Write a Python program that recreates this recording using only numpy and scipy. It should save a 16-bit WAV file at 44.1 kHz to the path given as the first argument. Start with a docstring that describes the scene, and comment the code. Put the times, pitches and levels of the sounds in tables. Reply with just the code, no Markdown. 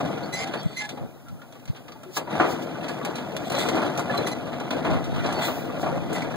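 """A dry field, close beside a steam traction engine that slows almost to rest, then pulls away with a clank.
Its open iron gears clatter and grind in surges and set the boiler and wheel rims drumming.
Linkage clinks, dry bearings stick and squeak, metal scrapes and a little steam escapes.
Wind nudges the two close microphones, which are cross-fed for a wide stereo image."""
import sys
import numpy as np
from scipy import signal
from scipy.fft import rfft, irfft, next_fast_len
from scipy.io import wavfile
from scipy.ndimage import uniform_filter1d

SR = 44100
rng = np.random.default_rng(int(sys.argv[2]) if len(sys.argv) > 2 else 0)


def inscribe(sig):
    """Save sig as 16-bit PCM at rate SR to the path in sys.argv[1].

    A 1-D sig is mono; a 2-D sig holds one channel per row.
    Samples are clipped to [-1, 1] before scaling.
    """
    pcm = np.round(np.clip(np.atleast_2d(sig).T, -1, 1) * 32767)
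    wavfile.write(sys.argv[1], SR, pcm.astype(np.int16))


N = 280462
TIME = np.arange(N) / SR
RING = np.arange(SR // 3) / SR  # time within one blow [s]
FFT_SIZE = 2 * next_fast_len(N // 2 + 2048)
HZ = np.fft.rfftfreq(FFT_SIZE, 1 / SR)
CUTOFF_HZ = 15650


# Close-up tone of the teeth, the hollow body they gain in a surge, the grinding flanks,
# and the boiler and wheel rims: each (frequency [Hz], gain [dB])
TEETH_TONE = [(60, -56), (200, 5), (320, 4.5), (420, -8.5), (700, -1.5), (950, -7), (1250, -13),
              (1700, -20), (2300, -17.5), (3300, -41), (5000, -29), (15000, -44)]
HOLLOW_TONE = [(200, -17), (400, -7), (540, 5.5), (700, 3.5), (1100, -1.5), (1400, -0.5), (1700, 1),
               (2000, -4.5)]
GRIT_TONE = [(300, -26), (1200, 5), (2200, 3.5), (3200, 8.5), (4200, 2.5), (5200, -8.5), (7000, -12),
             (10000, -12), (12500, -28), (15500, -11.5)]
SHELL_TONE = [(25, -19), (60, -19), (95, -4), (160, 3.5), (260, -5), (380, -17), (700, -12.5), (2000, -77)]

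def gears(running, surging, grinding, drumming):
    """Close to the microphones, teeth batter each other, dry flanks grind and the big shells drum."""
    teeth = hail(TEETH_TONE, per_s=330, spread_db=-2.5, t60=0.13, crack_db=1.5, ring_db=-2.5)
    grit = hail(GRIT_TONE, per_s=400, spread_db=1.2, t60=0.075, crack_db=-12, ring_db=-1)
    shells = hail(SHELL_TONE, per_s=220, spread_db=0.5, t60=0.13, crack_db=-4.5, ring_db=-2.5)
    extra_load = np.hypot(running, surging) - running
    clatter = teeth * running + colour(teeth, HOLLOW_TONE) * extra_load
    return amp(-6) * clatter + amp(-10) * grit * grinding + amp(4.5) * shells * drumming


# Steady load on the gears as the engine slows, idles and pulls away: (time [s], level [dB])
DRIVE_LOAD = [(0, -28), (0.3, -37), (0.6, -41), (0.78, -47.5), (1.02, -53), (1.2, -57), (1.6, -56),
              (1.95, -54), (2.25, -52), (2.33, -28.5), (2.7, -36), (3.0, -35), (3.3, -36), (3.9, -32),
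              (4.45, -35.5), (5.1, -34), (5.7, -34.5), (6.05, -34.5), (6.36, -33)]
# The teeth bear hard: (start [s], hold [s], clatter [dB], grinding [dB], drumming [dB])
LOAD_SURGES = [(-0.03, 0.11, -42, -60, -31), (0.413, 0.17, -45, -40.5, -41),
               (0.873, 0.17, -44.5, -61, -40.5), (2.154, 0.058, -58, -60, -38),
               (2.292, 0.24, -28, -39, -47), (2.785, 0.058, -51, -41, -45), (3.032, 0.045, -28.5, -39, -36),
               (3.484, 0.25, -27, -37.5, -35), (3.716, 0.16, -24.5, -35.5, -35.5),
               (3.94, 0.083, -26, -52, -37), (4.074, 0.17, -29.5, -37, -31),
               (4.699, 0.076, -33, -39.5, -30), (4.811, 0.15, -31.5, -41.5, -31),
               (5.1, 0.11, -40, -37, -56), (5.221, 0.18, -28, -38, -34.5), (5.374, 0.14, -32, -36.5, -47),
               (5.807, 0.18, -29, -63, -33.5), (6.085, 0.13, -29.5, -43, -33.5)]

def gear_load(full_load_db=-36, attack_s=0.039, release_s=0.037):
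    """The load sets how loud the gears are: a steady pull plus surges that rise, hold and die away."""
    running = level(DRIVE_LOAD)
    share = running / amp(full_load_db)
    surges = np.zeros((3, N))
    for start, hold, *levels_db in LOAD_SURGES:
        rise = np.clip((TIME - start) / attack_s, 0, 1)
        fall = np.exp(-np.maximum(TIME - start - hold, 0) / release_s)
        surges += amp(levels_db)[:, None] * rise * fall
    surging, grind_surge, drum_surge = surges
    grinding = np.hypot(amp(-43.5) * share ** 0.69, grind_surge)
    drumming = np.hypot(amp(-35.5) * share ** 0.76, drum_surge)
    return running, surging, grinding, drumming


# Modes of the ironwork: (frequency [Hz], level [dB], t60 [s])
IRON_MODES = [(249, -27, 0.45), (337.7, -26.5, 0.75), (1169, -17.5, 0.1), (1422, -7, 0.011),
              (1666, -15.5, 0.059), (2062, -19, 0.21), (4040, -23, 0.061), (4432, -21, 0.12),
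              (4640, -20, 0.4), (5938, -5.5, 0.052), (7700, -35, 0.19), (7600, -16.5, 0.27)]

def strike(t60, crack_db, ring_db):
    """One blow on iron: a short crack, a dense dying rattle and the ringing modes."""
    crack = unit(noise(len(RING)) * np.exp(-RING / 0.0003))
    rattle = unit(noise(len(RING)) * decay(t60))
    phases = rng.random((len(IRON_MODES), 2, 1))
    size = 1 + 0.0055 * rng.standard_normal()  # no two parts ring quite alike
    modes = sum(amp(db) * unit(ping(hz / size, mode_t60, phase))
                for (hz, db, mode_t60), phase in zip(IRON_MODES, phases))
    return rattle + amp(crack_db) * crack + amp(ring_db) * modes


def hail(tone, per_s, spread_db, t60, crack_db, ring_db, parts=8):
    """Random impacts shared among several iron parts merge into an even clatter."""
    force = impacts(per_s, spread_db, limit=3.5)
    part_hit = rng.integers(0, parts, N)
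    blows = sum(excite(force * (part_hit == k), strike(t60, crack_db, ring_db)) for k in range(parts))
    return steady(colour(blows, tone))


# Heavy blows in the gear train:
# (time [s], level [dB], edge [relative dB], note [Hz], note level [relative dB])
SLACK_BLOWS = [(0.007, -25, -19, 690, 16), (0.537, -16, -15.5, 580, 1), (0.554, -25, -27, 717, 6),
               (0.973, -25, -21, 815, -1), (1.417, -33, -19, 1420, -1), (1.553, -36, -16, 1145, -2),
               (1.748, -39.5, -6, 786, 1), (1.771, -38, -8, 1520, -2), (1.884, -32, -14, 1220, -4),
               (1.924, -33, -24, 1230, -6), (1.954, -38, -26, 873, 7.5), (2.032, -34.5, -15, 1340, 0),
               (2.167, -13, -19, 1674, -9), (2.273, -24.5, -25, 963, 2.5), (2.352, -19, -20, 633, -2),
               (2.398, -4, -41, 737, 0.5), (2.411, -10, -35, 1020, -1), (2.443, -13.5, -35, 808, 0),
               (2.543, -43.5, -30, 530, -2), (2.753, -25, -26, 1490, -2), (2.842, -23, -12, 600, 3),
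               (2.893, -21, -20, 1690, -4), (3.011, -24.5, -27, 1144, 3.5), (3.05, -17.5, -29, 814, 0),
               (3.182, -22.5, -12.5, 549, -2), (3.543, -15.5, -17, 552, 3.5), (3.691, -32, -20, 1090, -15),
               (3.753, -33, -21, 665, -1), (3.771, -11.5, -36, 1180, -5), (3.817, -15, -19, 656, -7),
               (3.984, -19, -22, 691, 3.5), (4.096, -17, -30, 1714, 1.5), (4.139, -23, -16, 1147, 8),
               (4.18, -17, -31, 550, 6.5), (4.269, -15, -19, 1140, -12), (4.481, -26.5, -18, 650, 8),
               (4.53, -23.5, -14.5, 654, 2), (4.554, -32, -20, 580, -1), (4.606, -18, -31, 600, -9),
               (4.707, -23.5, -2.5, 1003, 3.5), (4.761, -25, -21, 530, 9), (4.78, -24, -22, 653, 11),
               (4.849, -11.5, -22.5, 570, -17), (4.864, -13, -26, 1316, -17), (4.904, -14.5, -23, 631, 3),
               (4.932, -17.5, -17, 533, 5.5), (4.963, -19, -24, 692, -3), (5.16, -19.5, -27, 850, -13),
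               (5.245, -15, -19, 574, 2.5), (5.269, -21, -16, 735, -10), (5.43, -16, -20, 654, -3),
               (5.482, -14, -24, 1370, -10), (5.692, -23, -37, 1170, -6), (5.772, -26, -27, 587, 10.5),
               (5.83, -16, -21, 680, 5.5), (5.865, -17, -26, 692, 10), (5.889, -25, -28, 920, 8),
               (5.924, -26.5, -28, 541, 15), (6.099, -27, -24, 719, -1), (6.155, -33, -20, 810, 0),
               (6.234, -29, -22, 690, -4), (6.339, -23, -30, 1690, -4)]
# Deep body of a blow, heard close: (frequency [Hz], gain [dB])
CLANK_TONE = [(60, -44), (200, 7.5), (400, 8), (750, 5), (1150, -3), (1600, -11), (2500, -13),
              (5000, -32.5), (15000, -57)]

def knocks(light_t60=0.18, firm_db=-22, doubling_db=32, rise_s=0.0034):
    """Slack closes in the gears: a deep clank with a hard edge and the note of the part that is hit."""
    out = np.zeros((2, N))
    swing = np.minimum(RING / rise_s, 1)
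    for start, db, edge_db, hz, note_db in SLACK_BLOWS:
        t60 = light_t60 * 2 ** (max(db - firm_db, 0) / doubling_db)  # firm blows ring longer
        body = peaked(colour(strike(t60, crack_db=-16, ring_db=-1), CLANK_TONE))
        edge = peaked(colour(strike(t60 * 0.79, crack_db=-23, ring_db=-9.5), GRIT_TONE))
        note = amp(note_db) * ping(hz, t60=0.1)
        add(out, start, amp(db - 12.5) * (swing * (body + note) + amp(edge_db + 3) * edge))
    return out


def loose_parts(clatter, grinding):
    """Pins and grit jingle in the teeth; spokes and plates clonk as the gears shake them."""
    jingle = taps(per_s=220, spread_db=1.2, t60=0.04, low_hz=1300, high_hz=3900, tilt=-0.7)
    clonks = taps(per_s=70, spread_db=1, t60=0.1, low_hz=280, high_hz=1000, tilt=-1.2)
    return amp(-13) * jingle * grinding + amp(-10) * clonks * clatter


def taps(per_s, spread_db, t60, low_hz, high_hz, tilt, parts=28, rise_s=0.011):
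    """Random taps on loose parts that ring briefly, each at its own pitch."""
    force = impacts(per_s, spread_db)
    notes = np.geomspace(low_hz, high_hz, parts) * rng.uniform(0.93, 1.03, parts)
    swell = 1 - np.exp(-RING / rise_s)
    rings = [hz ** tilt * ping(hz, t60, rng.random((2, 1))) * swell for hz in notes]
    part_hit = rng.integers(0, parts, N)
    out = np.zeros((2, N))
    for at in np.flatnonzero(force):
        add(out, at / SR, force[at] * rings[part_hit[at]])
    return unit(out)


# Light blows in the linkage:
# (time [s], level [dB], top octave [relative dB], note [Hz], rattle t60 [s], hardness [0-1])
LINKAGE_BLOWS = [(0.472, -40.5, -7, 2000, 0.07, 0.3), (0.632, -53.5, 7, 3350, 0.027, 0.95),
                 (0.89, -36, -7, 3640, 0.1, 0.36), (1.283, -52, -4, 3950, 0.071, 0.3),
                 (1.4158, -54, -19, 1880, .08, .4), (1.524, -50, -7, 3370, 0.22, 0.85),
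                 (1.595, -56, -20, 1940, .08, .3), (1.654, -49.5, -1, 2130, .06, 0.6),
                 (1.6761, -46.5, -22, 4080, 0.16, 0.5), (1.761, -47.5, -26, 3220, 0.092, .4),
                 (1.88, -47, -26, 2020, 0.065, 0.3), (1.919, -47, -20, 4700, 0.051, 0.3),
                 (2.033, -52.5, 3, 3700, 0.047, .6), (2.165, -34, 2, 3950, 0.14, 0.2),
                 (2.178, -40, 6, 4610, 0.046, 0.7), (2.882, -37.5, -6, 4470, 0.23, 0.1),
                 (3.048, -35, 0.5, 2120, 0.09, 0.3), (3.154, -38, -5.5, 4040, 0.23, .4),
                 (3.366, -32.5, -5, 3450, 0.074, 0.94), (3.499, -36.5, -1, 4180, .08, 0.5),
                 (3.519, -35.5, 0, 4050, 0.11, .6), (3.549, -34, -16, 4060, 0.082, 0.5),
                 (3.584, -30.5, -4, 4060, 0.41, 0.1), (3.6854, -30, -6, 2130, 0.14, 0.3),
                 (3.754, -43, -1, 4330, .05, 0.7), (3.974, -35, -2, 6370, 0.097, 0.3),
                 (3.992, -37.5, 0, 3970, 0.17, 0.4), (4.2717, -31, -0.5, 1975, 0.15, 0.96),
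                 (4.6, -41.5, -7, 4000, .06, 0.7), (4.7058, -37, -20, 3730, .09, 0.8),
                 (4.91, -43, -20, 4200, .06, 0.3), (5.041, -42, -6, 3900, 0.19, 0.5),
                 (5.2596, -36, -31, 3970, 0.14, 0.1), (5.324, -36.5, -4, 2060, 0.12, .4),
                 (6.128, -38.5, 1.5, 2050, 0.31, 0.6), (6.181, -39.5, -12, 4040, .06, 0.6)]
# Body and top octave of a clink, heard close: each (frequency [Hz], gain [dB])
LINK_TONE = [(300, -55), (900, 4), (1600, 5), (2300, 10.5), (3400, 11.5), (5000, 4), (7500, -4),
             (10000, -10), (15000, -54)]
TOP_TONE = [(4000, -8), (8000, 4.5), (15000, -7)]

def clinks(soft_rise_s=0.0035, tick_s=0.00059):
    """Rods, pins and steering chains tap; square hits start with a tick, glancing ones swell."""
    out = np.zeros((2, N))
    for start, db, top_db, hz, t60, hardness in LINKAGE_BLOWS:
        rise = np.minimum(RING / (soft_rise_s * (1 - hardness)), 1)
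        attack = rise * (1 + hardness ** 2 * np.exp(-RING / tick_s))
        body = peaked(attack * colour(strike(t60, crack_db=-31, ring_db=-0.5), LINK_TONE))
        top = peaked(attack * colour(strike(t60 * 0.77, crack_db=-38, ring_db=-12), TOP_TONE))
        note = amp(-3) * ping(hz, t60=0.11)
        add(out, start, amp(db - 5.5) * (body + note + amp(top_db - 3.5) * top))
    return out


# Dry bearings: (start [s], length [s], pitch [Hz], bend [Hz], level [dB], swell [dB], opening
# overtones [relative dB], rasp [relative dB], midway chatter depth [rad], roughness [0-1])
BEARING_SQUEAKS = [(0.227, 0.05, 4420, 0, -56, -4, -25, -9, 0, 1),
                   (0.322, 0.13, 2000, 110.5, -38, 2.5, 7, -7, 0.33, 0.3),
                   (0.328, .04, 7690, 0, -50, -2, -30, -22, 0, .3),
                   (0.335, 0.051, 6110, 0, -49, -5, -30, -20, 0, 0),
                   (0.349, 0.068, 4930, 3, -47, 3, -30, -14, 0, 0.05),
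                   (0.376, 0.037, 6940, 120, -55, -3, -30, -10, 0, 0.4),
                   (0.365, 0.14, 779, -2, -40.5, 1.5, -6, -27, 0.056, 0.25),
                   (0.568, 0.055, 4460, 42, -52, 0, -30, -22, 0.84, 0.2),
                   (0.598, 0.051, 3330, 0, -50, 2, -30, -22, 0, .08),
                   (0.67, 0.11, 4450, 6, -59, 4.5, -30, -3, 0, 0.25),
                   (0.763, 0.068, 2063, 24, -32.5, 5, 2.5, -12, 0.15, 0.14),
                   (0.763, 0.043, 6140, -3, -46, -2, -30, -25, 0, .05),
                   (0.799, 0.068, 1690, 21, -43, 8, -8, -6, 0.26, 0.14),
                   (0.808, 0.071, 832, -2, -52.5, -9, -7, -22, 0, 0.3),
                   (1.258, 0.052, 1390, -58, -54, 4, -20, -22, 0.2, 0.22),
                   (1.388, 0.017, 1360, 0, -56.5, 4, -20, -25, 0, 0.1),
                   (2.055, 0.056, 366, 0, -45, 2, -24, -34, 0, 0),
                   (4.171, 0.019, 4070, 0, -39, -5.5, 1, -8.5, 0.2, 0.3),
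                   (4.263, 0.011, 2020, 0, -36, 0, 14, -23, 0, 0.2),
                   (4.309, 0.033, 2030, -6, -43.5, -0.5, 17, -7, 0.024, 0.3),
                   (5.345, 0.061, 4432, -7, -50, -1, -30, -12, 0.2, 0.33),
                   (5.42, 0.051, 7091, -2, -52, 0, -30, -6, 0, 0.4),
                   (6.147, 0.036, 2000, 6, -43.5, -7, -9, -8, 0.3, 0.5),
                   (6.215, 0.02, 2170, 0, -41, -1, -14, -9, 0.084, 0.9)]
# Overtones of a squeak: (multiple of the pitch, level [dB])
SQUEAK_OVERTONES = [(2, -8), (3, -11.5), (4, -22), (5, -19), (6, -26)]

def squeaks(chatter_hz=785, waver_hz=70, edge_s=0.01, overtone_fade_db=21, rasp_growth_db=5):
    """Bearings stick and slip: tones start locked and bright, then bend and break into chatter and rasp."""
    rasp_tone = [(1000, -27), (2200, 11), (4300, 9), (5000, 7), (7500, 2), (10000, -6), (14000, -43)]
    out = np.zeros((2, N))
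    for start, length, hz, bend_hz, db, swell_db, overtone_db, rasp_db, depth, rough in BEARING_SQUEAKS:
        t = np.arange(int(length * SR)) / SR
        along = t / length
        speed, pressure = unit(uniform_filter1d(noise(SR), 110, axis=1))[:, :len(t)]
        chatter_turns = np.cumsum(chatter_hz * (1 + 0.25 * pressure)) / SR
        chatter_rad = 2 * along * depth * sine(chatter_turns)
        pitch = hz + bend_hz * along + waver_hz * rough * (0.5 + along) * speed
        turns = np.cumsum(pitch) / SR + chatter_rad / (2 * np.pi)
        overtones = sum(amp(part_db) * sine(k * turns)
                        for k, part_db in SQUEAK_OVERTONES if k * hz < CUTOFF_HZ)
        tone = sine(turns) + amp(overtone_db - overtone_fade_db * along) * overtones
        tone = unit(tone * (1 - rough + rough * pressure))
        slips = noise(SR)[:, :len(t)] * np.exp(-(turns % 1) / 0.33)  # one burst a cycle
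        rasp = amp(rasp_db + rasp_growth_db * (along - 0.5)) * unit(colour(slips, rasp_tone))
        fades = signal.windows.tukey(len(t), min(2 * edge_s / length, 0.7))
        add(out, start, amp(db + 1 + swell_db * (along - 1)) * (tone + rasp) * fades)
    echoes = noise(len(RING)) * decay(t60=0.16)  # scattered by the wheels and boiler
    return out + amp(-10) * excite(out, echoes / np.linalg.norm(echoes[0]))


# Dry metal drags over metal: (start [s], length [s], level [dB])
DRAGS = [(0.563, 0.44, -56), (3.439, 0.056, -48.5), (3.553, .1, -38.5), (3.657, 0.051, -43),
         (4.1, 0.098, -52), (5.25, 0.17, -56), (5.398, 0.096, -38.5), (6.13, 0.15, -53)]
# Modes of the dragging parts: (frequency [Hz], level [dB], t60 [s])
DRAG_MODES = [(2000, 8, 0.077), (2330, 0, .03), (3330, 5.5, 0.24), (3560, 6.5, 0.11), (4060, 5, 0.076),
              (4496, -4, 0.098), (6040, -2, 0.029), (7900, 1, 0.046), (7690, -21, .04),
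              (9600, -12.5, 0.018), (9700, -28, 0.025), (12100, -9, .01)]

def scrapes(detune=0.014, spots=4):
    """Rough faces catch and let go; every slip snaps and rings one of a few spots on the metal."""
    pressure = np.zeros((1, N))
    for start, length, db in DRAGS:
        add(pressure, start, amp(db) * signal.windows.tukey(int(length * SR), 0.5))
    force = impacts(per_s=300, spread_db=1.5)
    spot_hit = rng.integers(0, spots, N)
    out = np.zeros((2, N))
    for k in range(spots):
        ring = 0
        for hz, db, t60 in DRAG_MODES:
            spot_hz = hz * (1 + detune * rng.standard_normal())
            ring += amp(db) * unit(ping(spot_hz, t60, rng.random((2, 1))))
        snap = unit(colour(noise(len(RING)) * np.exp(-RING / 0.0015), GRIT_TONE))
        out += excite(force * (spot_hit == k), unit(ring) + amp(-10) * snap)
    return steady(out) * pressure


# Escaping steam: (peak time [s], rise [s], fall [s], level [dB], thin hiss [relative dB])
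STEAM_PUFFS = [(2.176, 0.018, 0.0086, -24.5, -25), (2.52, 0.036, 0.024, -35, -25),
               (2.63, 0.011, 0.018, -39.5, -25), (3.61, 0.16, 0.067, -40, -15),
               (5.46, 0.034, 0.047, -33.5, 1), (5.58, 0.05, 0.07, -46.5, 4),
               (5.82, 0.021, 0.014, -37.5, -20)]
# Jet, thin hiss and simmering boiler, heard close: each (frequency [Hz], gain [dB])
JET_TONE = [(500, 11), (2000, 4), (3500, 13), (6000, 14.5), (9000, 6), (12000, 4.4), (15500, 10)]
HISS_TONE = [(5000, -35), (10000, -10), (12500, 0), (15500, 3)]
SIMMER_TONE = [(25, -37), (130, 19.5), (300, -19), (700, -3), (1400, -13), (2000, -40), (3100, -36),
               (4000, -31), (5400, -21.5), (7000, -25), (12000, -24.5), (15500, -21.5)]

def steam():
    """Short jets of steam over the boiler's steady simmer; a narrow gap adds a thin, very high hiss."""
    jet_flow, hiss_flow = np.zeros((2, N))
    for peak, rise, fall, db, hiss_db in STEAM_PUFFS:
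        flow = amp(db) * np.exp(-np.maximum((peak - TIME) / rise, (TIME - peak) / fall))
        jet_flow += flow
        hiss_flow += amp(hiss_db) * flow
    jet, hiss, simmer = (unit(colour(noise(), tone)) for tone in (JET_TONE, HISS_TONE, SIMMER_TONE))
    return amp(-8.5) * (jet_flow * jet + hiss_flow * hiss) + amp(-50) * simmer


# The breeze over the field eases, then freshens: (time [s], level [dB])
FIELD_BREEZE = [(0, -47), (1.5, -54), (2.6, -55), (4.3, -48), (6.36, -40.5)]
# Buffets right on the microphones: (time [s], length [s], level [dB])
MIC_BUFFETS = [(0.662, 0.013, -19.5), (1.033, 0.035, -33), (1.328, 0.048, -38), (1.702, 0.018, -24.5),
               (4.942, 0.062, -25), (5.165, 0.17, -31), (5.975, 0.17, -38)]
# Wind rumble at the microphones: (frequency [Hz], gain [dB])
WIND_TONE = [(25, -68), (70, 4), (130, 14), (200, 3.5), (320, -13), (600, -39), (2000, -58)]

def wind():
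    """Eddies swirl between the microphones, so they show mostly in the difference."""
    buffets = sum(amp(db) * np.exp(-2 * ((TIME - at) / length) ** 2) for at, length, db in MIC_BUFFETS)
    eddies = colour(noise(), WIND_TONE)
    eddies /= np.sqrt(uniform_filter1d(eddies ** 2, SR // 30, axis=1))
    return amp(-3.5) * (level(FIELD_BREEZE) + buffets) * eddies * amp([[-9], [0]])


def amp(db):
    """Decibels to gain."""
    return 10 ** (np.asarray(db) / 20)


def unit(x):
    """Scales to rms 1."""
    return x / np.sqrt(np.mean(x ** 2) + 1e-20)


def peaked(blow):
    """Scales a blow so that its first 8 ms have rms 1."""
    return blow / np.sqrt(np.mean(blow[:, :SR // 125] ** 2))


def steady(x):
    """Holds the slow level near 1 and keeps the single impacts."""
    return x / np.sqrt(uniform_filter1d(x[0] ** 2, SR // 12) + 1e-4 * np.mean(x ** 2))


def level(table):
    """A (time [s], level [dB]) curve as a gain for every sample."""
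    return amp(np.interp(TIME, *np.transpose(table)))


def curve(table, hz):
    """Reads a (frequency [Hz], value) table on a log-frequency axis."""
    table_hz, value = np.transpose(table)
    return np.interp(np.log(hz + 1), np.log(table_hz), value)


def colour(x, tone):
    """Causal, minimum-phase filter through (frequency [Hz], gain [dB]) points."""
    size = next_fast_len(x.shape[-1] // 2 + 2048) * 2
    cepstrum = irfft(np.log(amp(curve(tone, np.fft.rfftfreq(size, 1 / SR)))))
    cepstrum[1:size // 2] *= 2
    cepstrum[size // 2 + 1:] = 0
    return irfft(rfft(x, size) * np.exp(rfft(cepstrum)))[..., :x.shape[-1]]


def noise(size=N):
    """White noise as the microphones' sum and difference."""
    return rng.standard_normal((2, size))


def sine(turns):
    """Sine of a phase given in cycles."""
    return np.sin(2 * np.pi * turns)


def decay(t60):
    """Falls 60 dB in t60 seconds."""
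    return amp(-60 * RING / t60)


def ping(hz, t60, phase=0):
    """One mode ringing down."""
    return sine(hz * RING + phase) * decay(t60)


def impacts(per_s, spread_db, limit=3):
    """Impulses at random times and of uneven force."""
    force = amp(spread_db * np.minimum(rng.exponential(1, N), limit))
    return force * (rng.random(N) < per_s / SR)


def excite(force, response):
    """Drives a two-channel impulse response with a signal."""
    return signal.oaconvolve(np.atleast_2d(force), response, axes=1)[:, :N]


def add(mix, start, sound):
    """Mixes a sound in at start seconds."""
    part = mix[:, max(round(start * SR), 0):][:, :sound.shape[-1]]
    part += sound[..., :part.shape[1]]


# Echoes off ground and wheels reach the microphones unevenly:
# (frequency [Hz], likeness of difference and sum [-1 to 1])
PAIR_LIKENESS = [(100, 1), (300, -0.99), (420, 0.021), (560, 0.98), (690, 0), (800, -.75), (980, -0.13),
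                 (1170, 0.47), (1650, -0.059), (1950, -0.38), (2500, -0.16), (3500, -0.23), (5000, -0.19),
                 (7000, -0.23)]
# Width of the engine at the pair: (frequency [Hz], difference against sum [dB])
PAIR_WIDTH = [(40, -15), (150, -29), (350, -8), (500, -4.5), (700, -24.5), (1000, -2.5), (1400, -14),
              (1800, 5.5), (2080, -6.5), (2400, 5.5), (3000, 1.5), (15000, -1)]

def scene():
    """Engine and wind at two close microphones, built as sum and difference, returned as left and right."""
    running, surging, grinding, drumming = gear_load()
    engine = gears(running, surging, grinding, drumming)
    engine += loose_parts(np.hypot(running, surging), grinding)
    engine += knocks() + clinks() + squeaks() + scrapes() + steam()
    mid_bins, side_bins = rfft(engine, FFT_SIZE)
    likeness = curve(PAIR_LIKENESS, HZ)
    side_bins = likeness * mid_bins + np.sqrt(1 - likeness ** 2) * side_bins
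    engine[1] = irfft(side_bins * amp(curve(PAIR_WIDTH, HZ)), FFT_SIZE)[:N]
    mid, side = engine + wind()
    return np.array([mid + side, mid - side])


# Balance of the microphone pair: (frequency [Hz], left against right [dB])
PAIR_BALANCE = [(150, 1), (250, 3.5), (410, 7.5), (640, 1), (980, 5), (1300, 0), (1500, -1), (1760, -7),
                (1950, 1), (2200, -4), (2700, 0)]

def record(dry, crossfeed=0.975, delay_s=0.000359):
    """Widens the pair by taking from each side a late copy of the other, then colours and band-limits it."""
    channels = rfft(dry, FFT_SIZE)
    late_opposite = channels[::-1] * np.exp(-2j * np.pi * HZ * delay_s)
    balance = amp(curve(PAIR_BALANCE, HZ) * [[0.5], [-0.5]])
    wide = irfft((channels - crossfeed * late_opposite) * balance, FFT_SIZE)[:, :N]
    lowpass = signal.firwin(511, CUTOFF_HZ, window=("kaiser", 9), fs=SR)
    return signal.oaconvolve(wide, lowpass[None], "same")


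dry = scene()
out = record(dry)
inscribe(out)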